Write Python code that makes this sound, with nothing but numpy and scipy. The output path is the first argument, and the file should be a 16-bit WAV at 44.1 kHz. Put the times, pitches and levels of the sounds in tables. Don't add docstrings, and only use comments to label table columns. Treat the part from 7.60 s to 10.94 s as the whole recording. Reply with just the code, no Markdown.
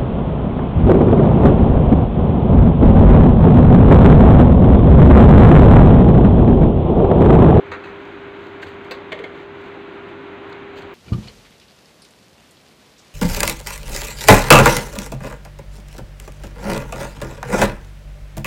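import sys
import numpy as np
from scipy import signal
from scipy.fft import rfft, irfft, next_fast_len
from scipy.io import wavfile
from scipy.ndimage import map_coordinates

SR = 44100
rng = np.random.default_rng(int(sys.argv[2]) if len(sys.argv) > 2 else 0)


def dump(signal):
    limited = np.clip(np.atleast_2d(signal).T, -1, 1)
    pcm = np.round(limited * 32767).astype(np.int16)
    wavfile.write(sys.argv[1], SR, pcm)


N = 147294

# (time [s], level [dB], contact length [s], tilt [dB/octave], ringing [dB], favoured pitch [Hz])
LEVER_BLOWS = [(.058, -43, .009, -2, -6, 1800), (.1142, -27, .008, 0, 1, 1100),
               (.2368, -37.5, 0.0036, 1, -1.5, 2580), (.288, -43, 0.0094, -3.5, -0.5, 2590)]
HINGE_BLOWS = [(1.0262, -28.5, 0.0089, -1.5, 4, 1700)]
SWITCH_BLOWS = [(1.3098, -24, 0.012, -2.5, 6, 2600)]
ARM_BLOWS = [(1.5188, -24.5, 0.011, -4, 3, 2000), (1.5875, -36.5, 0.0087, -2, 3, 3400),
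             (1.637, -33, 0.0073, -3, 6.5, 2200)]
# (frequency [Hz], level [dB], t60 [s])
BASE_MODES = [(498, 2, 0.12), (955, -9, 0.23), (1242, -7, .2), (1384, -8, .22), (1631, -8, 0.14),
              (1876, -4, 0.23), (2580, -0.5, 0.12), (3910, -6.5, 0.12), (4150, -12, 0.13), (6250, -6, .14)]
HINGE_MODES = [(697, -3, .06), (1596, -1, 0.06), (1826, -5, .05), (2200, -2, 0.051), (6700, -10, .03)]
SWITCH_MODES = [(529, 1.5, 0.22), (823, -15, .2), (1085, -11.5, 0.32), (1580, -12, .14), (1860, -16, .12),
                (2625, -8.5, 0.073), (4180, -13, .08), (4650, -0.5, 0.048), (6170, -5, 0.068),
                (7800, -1, 0.076)]
ARM_MODES = [(450, 0, .17), (531, 1, 0.082), (633, -0.5, 0.21), (1835, -8, 0.11), (2098, 1.5, 0.068),
             (2195, -1, 0.066), (3040, -7, 0.045), (3320, -19, 0.15), (3815, -9, .04), (4200, -9, .04),
             (6630, -24, 0.14)]
# (frequency [Hz], level [dB])
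AIR_SPECTRUM = [(15, -62), (28, -41.5), (42, -4), (64, -4.5), (92, -1), (120, -1.5), (183, 3), (215, 0),
                (285, 7.5), (345, 9), (440, 0.5), (780, -1), (1000, 0.5), (1220, -2), (1480, -0.5),
                (1800, -5.5), (2150, -4), (3000, -11), (3800, -15.5), (4500, -25.5), (5400, -18.5),
                (7000, -22.5), (10000, -26), (15000, -31.5)]
BASE_CRACK = [(60, -12), (450, 1.5), (750, -6), (1400, 3), (2400, 0), (3300, -17.5), (4100, -9),
              (5200, -20), (6400, -9), (8000, -15.5), (9500, -19), (15000, -26)]
FILM_RUSTLE = [(500, -12.5), (2500, -0.5), (4200, -4), (7000, 1), (10000, -7.5), (15000, -7)]
FILM_CRACK = [(150, -14), (700, -4.5), (1150, -8.5), (1650, 0), (2800, -8), (4500, -12.5), (7000, -11),
              (10000, -12.5), (15000, -23)]
SWITCH_CRACK = [(60, -38), (300, -13.5), (520, -1.5), (900, -8), (1700, -1), (3300, -4.5), (4500, -1),
                (6500, -3.5), (10000, -2.5), (15000, -1)]
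ARM_CRACK = [(60, -39), (300, -16), (520, 0), (850, -10), (1500, -5.5), (2100, 1.5), (2600, -5),
             (3400, -1.5), (3850, -9.5), (4400, -10), (6500, -6), (10000, -6), (15000, -14)]
TAP_CRACK = [(500, -10), (2500, -7), (4000, -4.5), (7000, -4), (10000, -23), (15000, -29)]
# (frequency [Hz], level [dB])
MOTOR_TONES = [(96.5, -57.5), (400.1, -41), (1821, -65.5), (4096, -74), (4696, -78.5)]
# (time [s], level [dB])
BENCH_BUMPS = [(.082, -31.5), (1.044, -32), (3.069, -39), (3.22, -40)]
# (peak time [s], level [dB], half width [s])
FILM_SLIDES = [(0.277, -54, 0.033), (.44, -55.5, 0.055), (0.861, -51, 0.05), (1.094, -56, .06),
               (1.798, -52, 0.042), (2.03, -54, .05), (3.185, -43.5, .028), (3.298, -54.5, 0.088)]
# (time [s], level [dB], length [s], tilt [dB/octave])
FILM_CRACKLES = [(1.0173, -39.5, 0.017, 3), (1.033, -39, .004, 3), (1.0665, -37.5, 0.0046, 0),
                 (1.0834, -42.5, 0.006, 5.5), (1.244, -41.5, 0.0033, 1.5), (2.014, -52, 0.0046, 4),
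                 (2.136, -52, .003, 3), (2.335, -51, 0.0028, 4.5), (2.486, -49, 0.0044, 2),
                 (2.895, -46.5, 0.0044, 7), (3.167, -39.5, .014, -3.5), (3.218, -41.5, .006, 2)]
# (frequency [Hz], t60 [s])
ROOM_DECAY = [(500, 0.86), (2500, .28), (7000, 0.24), (14000, .12)]
# (frequency [Hz], gain [dB])
MIC_RESPONSE = [(3500, 1), (4400, -0.5), (4800, -7), (5400, -20), (6300, -13.5), (7600, -16), (9300, -24.5),
                (12000, -25), (13700, -16), (15500, -21)]

EVENT_TIME = np.arange(SR // 2) / SR


def amp(db):
    return 10 ** (np.asarray(db) / 20)


def along(points, hz):
    freqs, values = np.transpose(points)
    return np.interp(np.log(hz + 1), np.log(freqs), values)


def wobble(rate):
    knots = rng.standard_normal(int(N * rate / SR) + 4)
    return map_coordinates(knots, [np.arange(N) * rate / SR])


def noise(spectrum, size, grain_db=0, tilt_db=0):
    white, grains = rng.standard_normal((2, size))
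    hz = np.fft.rfftfreq(size, 1 / SR)
    gain = amp(along(spectrum, hz) + tilt_db * np.log2(hz + 1))
    coloured = irfft(rfft(white * amp(grain_db * grains)) * gain, size)
    return coloured / np.sqrt(np.mean(coloured ** 2) + 1e-20)


def add(track, start_s, sound):
    part = track[round(start_s * SR):][:len(sound)]
    part += sound[:len(part)]


def contact(spectrum, length, rise_s, t60, room_db, tilt_db=0):
    t = EVENT_TIME
    progress = np.minimum(t / length, 1)
    since_end = np.maximum(t - length, 0)
    chatter = noise(spectrum, len(t), grain_db=4.5, tilt_db=tilt_db)
    chatter *= (1 - np.exp(-t / rise_s)) * amp(-60 * since_end / t60)
    chatter *= amp(5.5 * (0.5 - progress))
    hz, frame_s, bands = signal.stft(noise(spectrum, len(t), tilt_db=tilt_db), SR, nperseg=256)
    decay = amp(room_db - 60 * frame_s / along(ROOM_DECAY, hz)[:, None])
    _, room = signal.istft(bands * decay, SR, nperseg=256)
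    return chatter + room[:len(t)] * progress


def knocks(blows, modes, crack, crack_db, rise_s, t60, room_db):
    out, t = np.zeros(N), EVENT_TIME
    for start_s, db, length, tilt_db, ring_db, favoured_hz in blows:
        ring = 0
        for hz, mode_db, mode_t60 in modes:
            scatter, phase = rng.standard_normal(2)
            octaves_away = abs(np.log2(hz / favoured_hz))
            level_db = ring_db + mode_db + 0.31 * scatter - 6 * octaves_away
            ring += amp(level_db - 60 * t / mode_t60) * np.sin(2 * np.pi * hz * t + np.pi * phase)
        ring *= 1 - np.exp(-(t / (0.5 * length)) ** 2)
        chatter = amp(crack_db) * contact(crack, length, rise_s, t60, room_db, tilt_db)
        add(out, start_s, amp(db) * (ring + chatter))
    return out


def fan():
    hum, t = np.zeros(N), np.arange(N) / SR
    for hz, db in MOTOR_TONES:
        peak = np.sqrt(2) * amp(db + 0.1 * wobble(8))
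        phase_drift = hz / 8000 * wobble(7.5)
        hum += peak * np.sin(2 * np.pi * hz * t + phase_drift)
    air = amp(-39 + 0.49 * wobble(14)) * noise(AIR_SPECTRUM, N)
    return hum + air


def lever_press():
    return knocks(LEVER_BLOWS, BASE_MODES, BASE_CRACK,
                  crack_db=-2.5, rise_s=0.0026, t60=0.12, room_db=-1.5)


def bench_thuds(hz=86.5, rise_s=0.018, t60=0.24):
    out, t = np.zeros(N), EVENT_TIME
    envelope = (1 - np.exp(-(t / rise_s) ** 2)) * amp(-60 * t / t60)
    for start_s, db in BENCH_BUMPS:
        add(out, start_s, amp(db) * envelope * np.sin(2 * np.pi * hz * t))
    return out


def film(crinkles_per_s=11):
    out, t = np.zeros(N), np.arange(N) / SR
    for start_s, db, length, tilt_db in FILM_CRACKLES:
        crackle = contact(FILM_CRACK, length, rise_s=0.0015, t60=0.044, room_db=-4.5, tilt_db=tilt_db)
        add(out, start_s, amp(db) * crackle)
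    for start_s in rng.uniform(0, N / SR, int(crinkles_per_s * N / SR)):
        db = rng.normal(-65, 3)
        crinkle = contact(FILM_RUSTLE, length=0.0035, rise_s=0.001, t60=0.02, room_db=-16.5)
        add(out, start_s, amp(db) * crinkle)
    pull = sum(amp(db) * np.exp(-0.5 * ((t - peak_s) / half_width) ** 2)
               for peak_s, db, half_width in FILM_SLIDES)
    flicker = amp(1.7 * wobble(70))
    return out + pull * flicker * noise(FILM_RUSTLE, N, grain_db=11.5)


def hinge_slip():
    return knocks(HINGE_BLOWS, HINGE_MODES, FILM_CRACK,
                  crack_db=-4, rise_s=0.0018, t60=0.015, room_db=-26)


def switch_snap():
    return knocks(SWITCH_BLOWS, SWITCH_MODES, SWITCH_CRACK,
                  crack_db=-4, rise_s=0.0006, t60=0.019, room_db=-4)


def arm_rebound():
    return knocks(ARM_BLOWS, ARM_MODES, ARM_CRACK, crack_db=0, rise_s=0.002, t60=0.021, room_db=-8)


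def spring_twang(start_s=1.598, hz=448, db=-26, rise_s=0.0016, t60=0.14):
    out, t = np.zeros(N), EVENT_TIME
    envelope = (1 - np.exp(-t / rise_s)) * amp(db - 60 * t / t60)
    add(out, start_s, envelope * np.sin(2 * np.pi * hz * t))
    return out


def hand_tap(start_s=2.9245, db=-42.5):
    out = np.zeros(N)
    add(out, start_s, amp(db) * contact(TAP_CRACK, length=0.007, rise_s=0.00089, t60=0.013, room_db=-16))
    return out


def scene():
    sealer = lever_press() + switch_snap() + arm_rebound() + hinge_slip() + spring_twang()
    return (sealer + hand_tap() + film() + bench_thuds() + fan())[None]


def record(dry, low_cut_hz=35, top_hz=15700):
    size = 2 * next_fast_len(N)
    hz = np.fft.rfftfreq(size, 1 / SR)
    cepstrum = irfft(np.log(amp(along(MIC_RESPONSE, hz))), size)
    cepstrum[1:size // 2] *= 2
    cepstrum[size // 2 + 1:] = 0
    response = np.exp(rfft(cepstrum)) * (hz < top_hz)
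    low_cut = signal.butter(4, low_cut_hz, 'high', fs=SR, output='sos')
    return irfft(rfft(signal.sosfilt(low_cut, dry), size) * response, size)[:, :N]


dry = scene()
out = record(dry)
dump(out)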